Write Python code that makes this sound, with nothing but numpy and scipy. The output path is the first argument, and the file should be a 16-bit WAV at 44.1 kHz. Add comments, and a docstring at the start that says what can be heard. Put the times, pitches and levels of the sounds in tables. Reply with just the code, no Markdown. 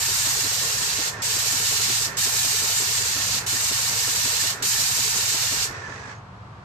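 """An airless sprayer hisses paint onto an outside wall in five long passes, with short breaks between.
Paint tears into mist at the tip, and echoes off wall, eave and ground shift as the arm moves.
Nearby, a little to the right, its piston pump knocks and whirs, then coasts to a stop once the gun
stays shut. An engine drones further off in the open yard. Two microphones hear it in stereo."""
import sys
import numpy as np
from scipy import signal
from scipy.fft import rfft, irfft
from scipy.io import wavfile
from scipy.ndimage import uniform_filter1d, map_coordinates

SR = 44100
rng = np.random.default_rng(int(sys.argv[2]) if len(sys.argv) > 2 else 0)


def waveform_to_disk(signal):
    """Save audio, clipped to [-1, 1], as 16-bit WAV at the path in sys.argv[1]."""
    frames = np.transpose(np.atleast_2d(signal))
    scaled = np.clip(frames, -1, 1) * 32767
    samples = np.round(scaled).astype(np.int16)
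    wavfile.write(sys.argv[1], SR, samples)


N = 293104
TIME = np.arange(N) / SR
BIN_HZ = np.fft.rfftfreq(N, 1 / SR)


def amp(db):
    """Decibels to gain."""
    return 10 ** (np.asarray(db) / 20)


def unit_rms(x):
    """Scales to rms 1."""
    return x / np.sqrt(np.mean(x ** 2) + 1e-20)


def over_hz(points):
    """Reads a curve at every bin, on a log-frequency axis."""
    hz, value = np.transpose(points)
    return np.interp(np.log(BIN_HZ + 1), np.log(hz), value)


def filtered(x, gain):
    """Filters by a gain for each frequency."""
    return irfft(rfft(x) * gain, N)


def lowpass(x, hz, order):
    """Keeps what lies below a frequency."""
    return filtered(x, 1 / (1 + (BIN_HZ / hz) ** order))


def wander(rate_hz):
    """Smooth random drift of rms 1."""
    return unit_rms(filtered(rng.standard_normal(N), np.exp(-(BIN_HZ / rate_hz) ** 2)))


def bell(hz, width_hz):
    """A bell curve of height 1 along frequency."""
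    return np.exp(-2 * ((BIN_HZ - hz) / width_hz) ** 2)


def add(mix, start_s, sound):
    """Mixes a sound in at a time."""
    part = mix[max(round(start_s * SR), 0):][:len(sound)]
    part += sound[:len(part)]


# How alike the two microphones hear the air. Each row: frequency in Hz, left-right correlation.
MIC_CORRELATION = [(30, .94), (100, 1), (250, 0.88), (550, 0.5), (1050, 0.65), (1650, -0.42), (2200, -0.29),
                   (2650, 0.48), (3300, -0.066), (14000, 0.093)]


def air_noise(colour_db, left_over_right_db=0):
    """Turbulent noise of rms 1 at the two microphones: alike in the bass, unrelated in the treble."""
    left, unrelated = rng.standard_normal((2, N))
    alike = np.clip(over_hz(MIC_CORRELATION), -1, 1)
    right = filtered(left, alike) + filtered(unrelated, np.sqrt(1 - alike ** 2))
    even = np.ones(len(BIN_HZ))
    tilt = amp(left_over_right_db) * even
    balance = np.array([tilt, even]) / np.hypot(tilt, 1)
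    return unit_rms(filtered(np.array([left, right]), amp(colour_db) * balance))


# Open air all round the microphones. Each row: frequency in Hz, relative noise density in dB.
YARD_SPECTRUM = [(15, -66), (30, -20), (65, -7), (120, -1.5), (160, -9), (195, -8), (260, -17.5),
                 (560, -17.5), (720, -14.5), (1150, -12), (2700, -29.5), (4200, -33), (8000, -43.5),
                 (14000, -65)]


def yard(level_db=-43.0, gust_db=3):
    """The soft wash of the open yard, with a rumble that comes and goes beneath it."""
    wash = air_noise(over_hz(YARD_SPECTRUM))
    gusts = lowpass(wash, hz=70, order=8) * (amp(gust_db * wander(5.8)) - 1)
    return amp(level_db) * (wash + gusts)


# The pace of the engine across the yard. Each row: time in seconds, firings per second.
FIRING_RATE = [(0, 21.95), (1.1, 21.9), (1.6, 22.4), (2.7, 22.45), (3.6, 22.25), (5.2, 22.2), (6.65, 22.0)]


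def engine(level_db=-46.0, pipe_hz=117, puff_s=0.038, fan_db=-52.0, overtone_db=-57):
    """Further off, each firing puffs through the muffler; the cooling fan hums along."""
    rate = np.interp(TIME, *np.transpose(FIRING_RATE))
    firings = np.cumsum(rate) / SR + 0.0089 * wander(6.3)
    offset_s = (firings % 1 - .5) / rate  # from the middle of each puff
    envelope = np.exp(-.5 * (offset_s / puff_s) ** 2) * np.cos(np.pi * offset_s * rate)
    uneven_db = 0.5 * np.cos(np.pi * (firings - .5)) + 1.5 * wander(24)  # strong and weak, plus chance
    puffs = np.sin(2 * np.pi * pipe_hz * offset_s) * envelope * amp(uneven_db)
    exhaust = amp(level_db) * unit_rms(lowpass(puffs, hz=200, order=10))
    fan_hz = 4.18 * rate
    fan_angle = 2 * np.pi * np.cumsum(fan_hz) / SR + .5 * wander(4.6)
    hum = amp(fan_db) * unit_rms(np.sin(fan_angle) * amp(1.7 * wander(6.3)))
    overtone = amp(overtone_db) * unit_rms(np.sin(2 * fan_angle) * amp(2.4 * wander(10.0)))
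    effort_db = 5 * (rate - rate.mean())  # louder as it speeds up
    return (exhaust + hum + overtone) * amp(effort_db)


# The nearby pump: first piston reversal, time between reversals, and the moment its motor cuts out.
FIRST_STROKE_S, STROKE_S, CUT_OUT_S = .082, .18135, 6.12


def motor(full_speed_db=-35, db_per_octave=36, slowing_per_s=.17, coast_s=0.28):
    """Level in dB and share of full speed: after the last pass it labours, cuts out and coasts."""
    shut_s = np.maximum(TIME - SPRAY_PASSES[-1][1], 0)
    labouring = np.clip(1 - slowing_per_s * shut_s, .1, 1)
    coasting = np.exp(-np.maximum(TIME - CUT_OUT_S, 0) / coast_s)
    speed = labouring * coasting
    return full_speed_db + db_per_octave * np.log2(speed), speed


def swell(strokes, centre, width):
    """A hump of height 1 that comes back with every stroke."""
    return np.exp(-(((strokes - centre + .5) % 1 - .5) / width) ** 2)


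def piston_load(strokes):
    """The load on the gears, rising and falling between -1 and 1 in each stroke."""
    return np.cos(2 * np.pi * (strokes - .3))


def pump_tone(hz, waver=0, right_db=7, lag_rad=1.38):
    """A tone from the pump: louder at the right microphone, and out of step between the two."""
    angle = 2 * np.pi * np.cumsum(hz * np.ones(N)) / SR + waver
    return unit_rms(np.array([np.sin(angle), amp(right_db) * np.sin(angle - lag_rad)]))


# Faint squeaks of a closing valve.
# Each row: start in seconds, length in seconds, pitch in Hz, bandwidth in Hz, top level in dB.
VALVE_SQUEAKS = [(5.78, .2, 6130, 550, -58), (5.953, 0.1, 6030, 350, -57), (6.144, 0.059, 6530, 50, -57)]


def valve_squeaks():
    """Paint squeezes past a valve seat as the pressure tops out."""
    out = np.zeros(N)
    for start_s, length_s, hz, width_hz, db in VALVE_SQUEAKS:
        whistle = unit_rms(filtered(rng.standard_normal(N), bell(hz, width_hz)))
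        out += amp(db) * whistle * np.sin(np.pi * np.clip((TIME - start_s) / length_s, 0, 1))
    return out


# Notes from the pump, off to the right. Each row: peak time in seconds, pitch in Hz, top level in dB.
PUMP_NOTES = [(.04, 1737, -39), (.24, 1737, -39), (1.31, 1737, -40), (2.25, 1737, -42), (2.41, 1737, -41),
              (2.59, 1737, -43), (4.58, 1795, -39), (4.76, 1737, -40), (4.95, 1737, -42), (5.85, 1750, -39)]


def pump_notes(swell_s=0.04):
    """Short clear notes: the housing rings, and once the gear whine stands out between passes."""
    waver = .4 * wander(30)
    return sum(pump_tone(hz, waver) * amp(db) * np.exp(-((TIME - peak_s) / swell_s) ** 2)
               for peak_s, hz, db in PUMP_NOTES)


def gear_whine(strokes, tooth_hz=1805, swing_hz=20, jitter_hz=16, rough_db=4.0, over_motor_db=-9):
    """The gear teeth whine twice in each stroke; the pitch follows motor speed and load."""
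    motor_db, speed = motor()
    pitch_hz = tooth_hz * speed + swing_hz * piston_load(strokes) + jitter_hz * wander(131)
    mesh = .25 + swell(strokes, .87, .1) + .7 * swell(strokes, .24, .12)
    envelope = unit_rms(mesh * amp(rough_db * wander(83)))
    return pump_tone(pitch_hz) * envelope * amp(motor_db + over_motor_db)


# The pump's gears from nearby. Each row: frequency in Hz, relative noise density in dB.
GEAR_SPECTRUM = [(200, -20), (320, -11), (410, -2.5), (600, -6), (930, -5.5), (1200, -5.5), (1800, 0.5),
                 (2500, -11), (2850, -15.5), (4500, -15), (6100, -14), (8000, -21), (10000, -36.5),
                 (14500, -52)]
# Resonances of the housing around them. Each row: frequency in Hz, width in Hz, boost in dB.
HOUSING_MODES = [(395, 25, 3), (440, 25, 4), (482, 25, 3), (893, 24, 4), (952, 26, 5), (1091, 28, 5.5),
                 (1340, 28, 4.5), (1435, 40, 4), (1622, 40, 3.5), (1790, 60, 3), (2560, 200, 4)]
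# The pump stands to the right. Each row: frequency in Hz, left microphone minus right in dB.
PUMP_BALANCE = [(900, 0.5), (1100, -4), (2000, -6), (5000, -6), (7500, 0)]


def pump_whir(strokes, shaft_hz=55, shaft_db=1.0, load_db=1.0, dip_db=-9, churn_db=-13.0):
    """Gears whir in the housing, louder under each stroke's load, and paint surges through the valves."""
    motor_db, speed = motor()
    colour_db = over_hz(GEAR_SPECTRUM) + sum(db * bell(hz, width) for hz, width, db in HOUSING_MODES)
    shaft_angle = 2 * np.pi * np.cumsum(shaft_hz * speed) / SR + wander(6.7)
    whir = air_noise(colour_db, over_hz(PUMP_BALANCE))
    whir *= amp(shaft_db * np.sin(shaft_angle) + load_db * piston_load(strokes))
    # the low mids of the whir dip twice in each stroke
    dip = swell(strokes, 0.85, 0.018) + 0.51 * swell(strokes, 0.3, 0.075)
    whir += lowpass(whir, hz=720, order=10) * (amp(dip_db * dip) - 1)
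    # paint surges around the reversal and again in mid stroke
    surge = swell(strokes, 0.06, 0.18) + 0.43 * swell(strokes, 0.42, 0.1)
    churn = air_noise(over_hz([(150, -48), (250, 15.5), (450, -14), (800, -41.5), (2000, -69)]))
    return amp(motor_db) * (whir + amp(churn_db) * churn * surge)


def reversals(level_db=-39, spread_db=0.5, pause_db=-9):
    """Time and level of each knock while the motor has a full stroke left; softer between passes."""
    times = np.arange(FIRST_STROKE_S, CUT_OUT_S - STROKE_S, STROKE_S)
    paused = sum((times > last[1]) & (times < following[0])
                 for last, following in zip(SPRAY_PASSES, SPRAY_PASSES[1:]))
    return zip(times, level_db + pause_db * paused + spread_db * rng.standard_normal(len(times)))


# Modes of the pump frame. Each row: frequency in Hz, relative level in dB, seconds to fall 60 dB.
FRAME_MODES = [(240, -14, 0.072), (326, 3, 0.048), (388.4, -0.5, 0.092), (470, -10, 0.026),
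               (562, -1, 0.061), (655, 3.5, 0.052), (964, 5.5, 0.042), (1083, 6, 0.042), (1317, 4, 0.063)]


def pump_knocks(rattle=0.3, rattle_s=0.014):
    """At each reversal a check ball seats and chatters, ringing the frame; alike at both microphones."""
    t, out = np.arange(SR // 6) / SR, np.zeros(N)
    ring = sum(amp(db - 60 * t / t60) * np.sin(2 * np.pi * hz * t) for hz, db, t60 in FRAME_MODES)
    for start_s, db in reversals():
        blow = rattle * rng.standard_normal(len(t)) * np.exp(-t / rattle_s)
        blow[0] += 2  # the ball hits its seat
        knock = signal.fftconvolve(blow, ring)
        attack_rms = np.sqrt(np.mean(knock[:SR // 100] ** 2))
        add(out, start_s, amp(db) * knock / attack_rms)
    return np.array([out, out])


def wall_echoes(x, share=0.2, count=4):
    """Wall, eave and ground send back early echoes whose paths change as the arm moves."""
    delays_s = [delay * (1 + 0.0494 * wander(1.49)) for delay in np.geomspace(.0014, .009, count)]
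    return x + share * sum(map_coordinates(x, [(TIME - delay) * SR], order=3) for delay in delays_s)


# The gun's passes, down the wall and up again in turn.
# Each row: trigger pulled in seconds, trigger let go in seconds, relative level in dB.
SPRAY_PASSES = [(0, 1.083, -25.5), (1.2195, 2.056, -24.5), (2.169, 3.385, -24.6), (3.463, 4.506, -25),
                (4.623, 5.646, -24.5)]


def trigger(snap_s=.0017, spit_s=0.0023, build_s=0.019, first_share=0.49, tail_t60_s=.2):
    """The valve opens with a spit, the fan builds, and on release the hiss dies between wall and eave."""
    envelope = np.zeros(N)
    for pulled, released, _ in SPRAY_PASSES:
        age = np.maximum(TIME - pulled, 0)
        valve = 1 - np.exp(-age / snap_s)
        fan = 1 - (1 - first_share) * np.exp(-age / build_s)
        spit = np.exp(-age / spit_s)
        tail = amp(-60 * np.maximum(TIME - released, 0) / tail_t60_s)
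        envelope += valve * (fan + spit) * tail
    return envelope


def arm_sweep(top_db=1, top_treble_db=1.5, sag_treble_db=3):
    """Level and treble in dB: louder and brighter high on the wall, duller as the hose pressure sags."""
    edges_s = [s for pulled, released, _ in SPRAY_PASSES for s in (pulled, released)]
    edge = np.arange(len(edges_s))
    height = np.cos(np.pi * np.interp(TIME, edges_s, (edge + 1) // 2)) / 2
    progress = np.interp(TIME, edges_s, edge % 2)
    pass_db = np.interp(TIME, edges_s, np.repeat([db for _, _, db in SPRAY_PASSES], 2))
    return pass_db + top_db * height, top_treble_db * height - sag_treble_db * progress


# The hiss of the paint fan at the wall. Each row: frequency in Hz, relative noise density in dB.
SPRAY_SPECTRUM = [(450, -39), (750, -18.5), (1200, -19), (2200, -6), (2900, -4.5), (3300, -5.5),
                  (4200, 0.3), (5600, 0), (7300, 1.5), (8400, -2), (9700, -9.5), (11000, -11.5),
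                  (13200, -8), (14500, -14.5)]
# Its place between the microphones. Each row: frequency in Hz, left minus right in dB.
SPRAY_BALANCE = [(800, -9), (1800, -2), (4000, -5.5), (7000, -3.5), (8500, 1.5), (14000, 0.5)]


def spray(strokes, gain_db=3, flicker_db=0.96, pulse_db=0.21, fresh_db=1.0, fresh_s=0.5):
    """Paint tears into mist at the tip; echoes comb the hiss as the gun moves along the wall."""
    sweep_db, treble_db = arm_sweep()
    hiss = air_noise(over_hz(SPRAY_SPECTRUM), over_hz(SPRAY_BALANCE))
    treble = filtered(hiss, 1 / (1 + (8000 / (BIN_HZ + 1)) ** 8))
    edge = filtered(hiss, bell(7900, 1500))
    core = filtered(hiss, bell(3400, 1500))
    # pressure stored in the hose makes the start of each pass a little sharper
    fresh = sum((TIME > pulled) * np.exp(-abs(TIME - pulled) / fresh_s) for pulled, _, _ in SPRAY_PASSES)
    hiss += treble * (amp(treble_db - treble_db.mean()) - 1)
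    hiss += edge * (amp(fresh_db * (fresh - fresh.mean()) + flicker_db * wander(16)) - 1)
    hiss += core * (amp(flicker_db * wander(22)) - 1)
    hiss = unit_rms(np.array([wall_echoes(side) for side in hiss]))
    pressure_db = pulse_db * np.cos(2 * np.pi * (strokes - .75))  # falling at each piston reversal
    breakup_db = 0.59 * wander(42.4) - 0.17 * wander(910)  # flutter and fine spatter
    return hiss * trigger() * amp(gain_db + sweep_db + pressure_db + breakup_db)


def scene():
    """The gun at the wall, the pump nearby and the engine across the yard, at the two microphones."""
    strokes = (TIME - FIRST_STROKE_S) / STROKE_S  # a whole number at each piston reversal
    gun = spray(strokes)
    pump = pump_whir(strokes) + gear_whine(strokes) + pump_notes() + pump_knocks() + valve_squeaks()
    return gun + pump + engine() + yard()


def suppressor(x, threshold_db=-31, floor_db=-19, low_hz=208, high_hz=640):
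    """Turns down low mids that are faint against the loudness of the whole sound."""
    hz, _, spectra = signal.stft(x, SR, nperseg=1024, noverlap=768)
    power = np.mean(abs(spectra) ** 2, axis=0)
    local_power = uniform_filter1d(uniform_filter1d(power, size=5, axis=0), size=5, axis=1)
    band = 1 / (1 + (low_hz / (hz + 1)) ** 12) / (1 + (hz / high_hz) ** 6)
    threshold = amp(threshold_db) ** 2 * band[:, None] * power.sum(axis=0)
    gain = np.maximum(1 / (1 + (threshold / (abs(local_power) + 1e-18)) ** 4), amp(floor_db))
    return signal.istft(spectra * gain, SR, nperseg=1024, noverlap=768)[1][:, :N]


def record(dry, notch_hz=9780, notch_width_hz=1250, band_limit_hz=14560):
    """The right microphone's port cuts a notch; both sides then pass the suppressor and a band limit."""
    notch = np.sqrt(1 - 1 / (1 + ((BIN_HZ - notch_hz) / notch_width_hz) ** 2))
    heard = suppressor(np.array([dry[0], filtered(dry[1], notch)]))
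    band_limit = signal.firwin(601, band_limit_hz, window=("kaiser", 8), fs=SR)
    return signal.oaconvolve(heard, band_limit[None], "same", axes=1)


dry = scene()
out = record(dry)
waveform_to_disk(out)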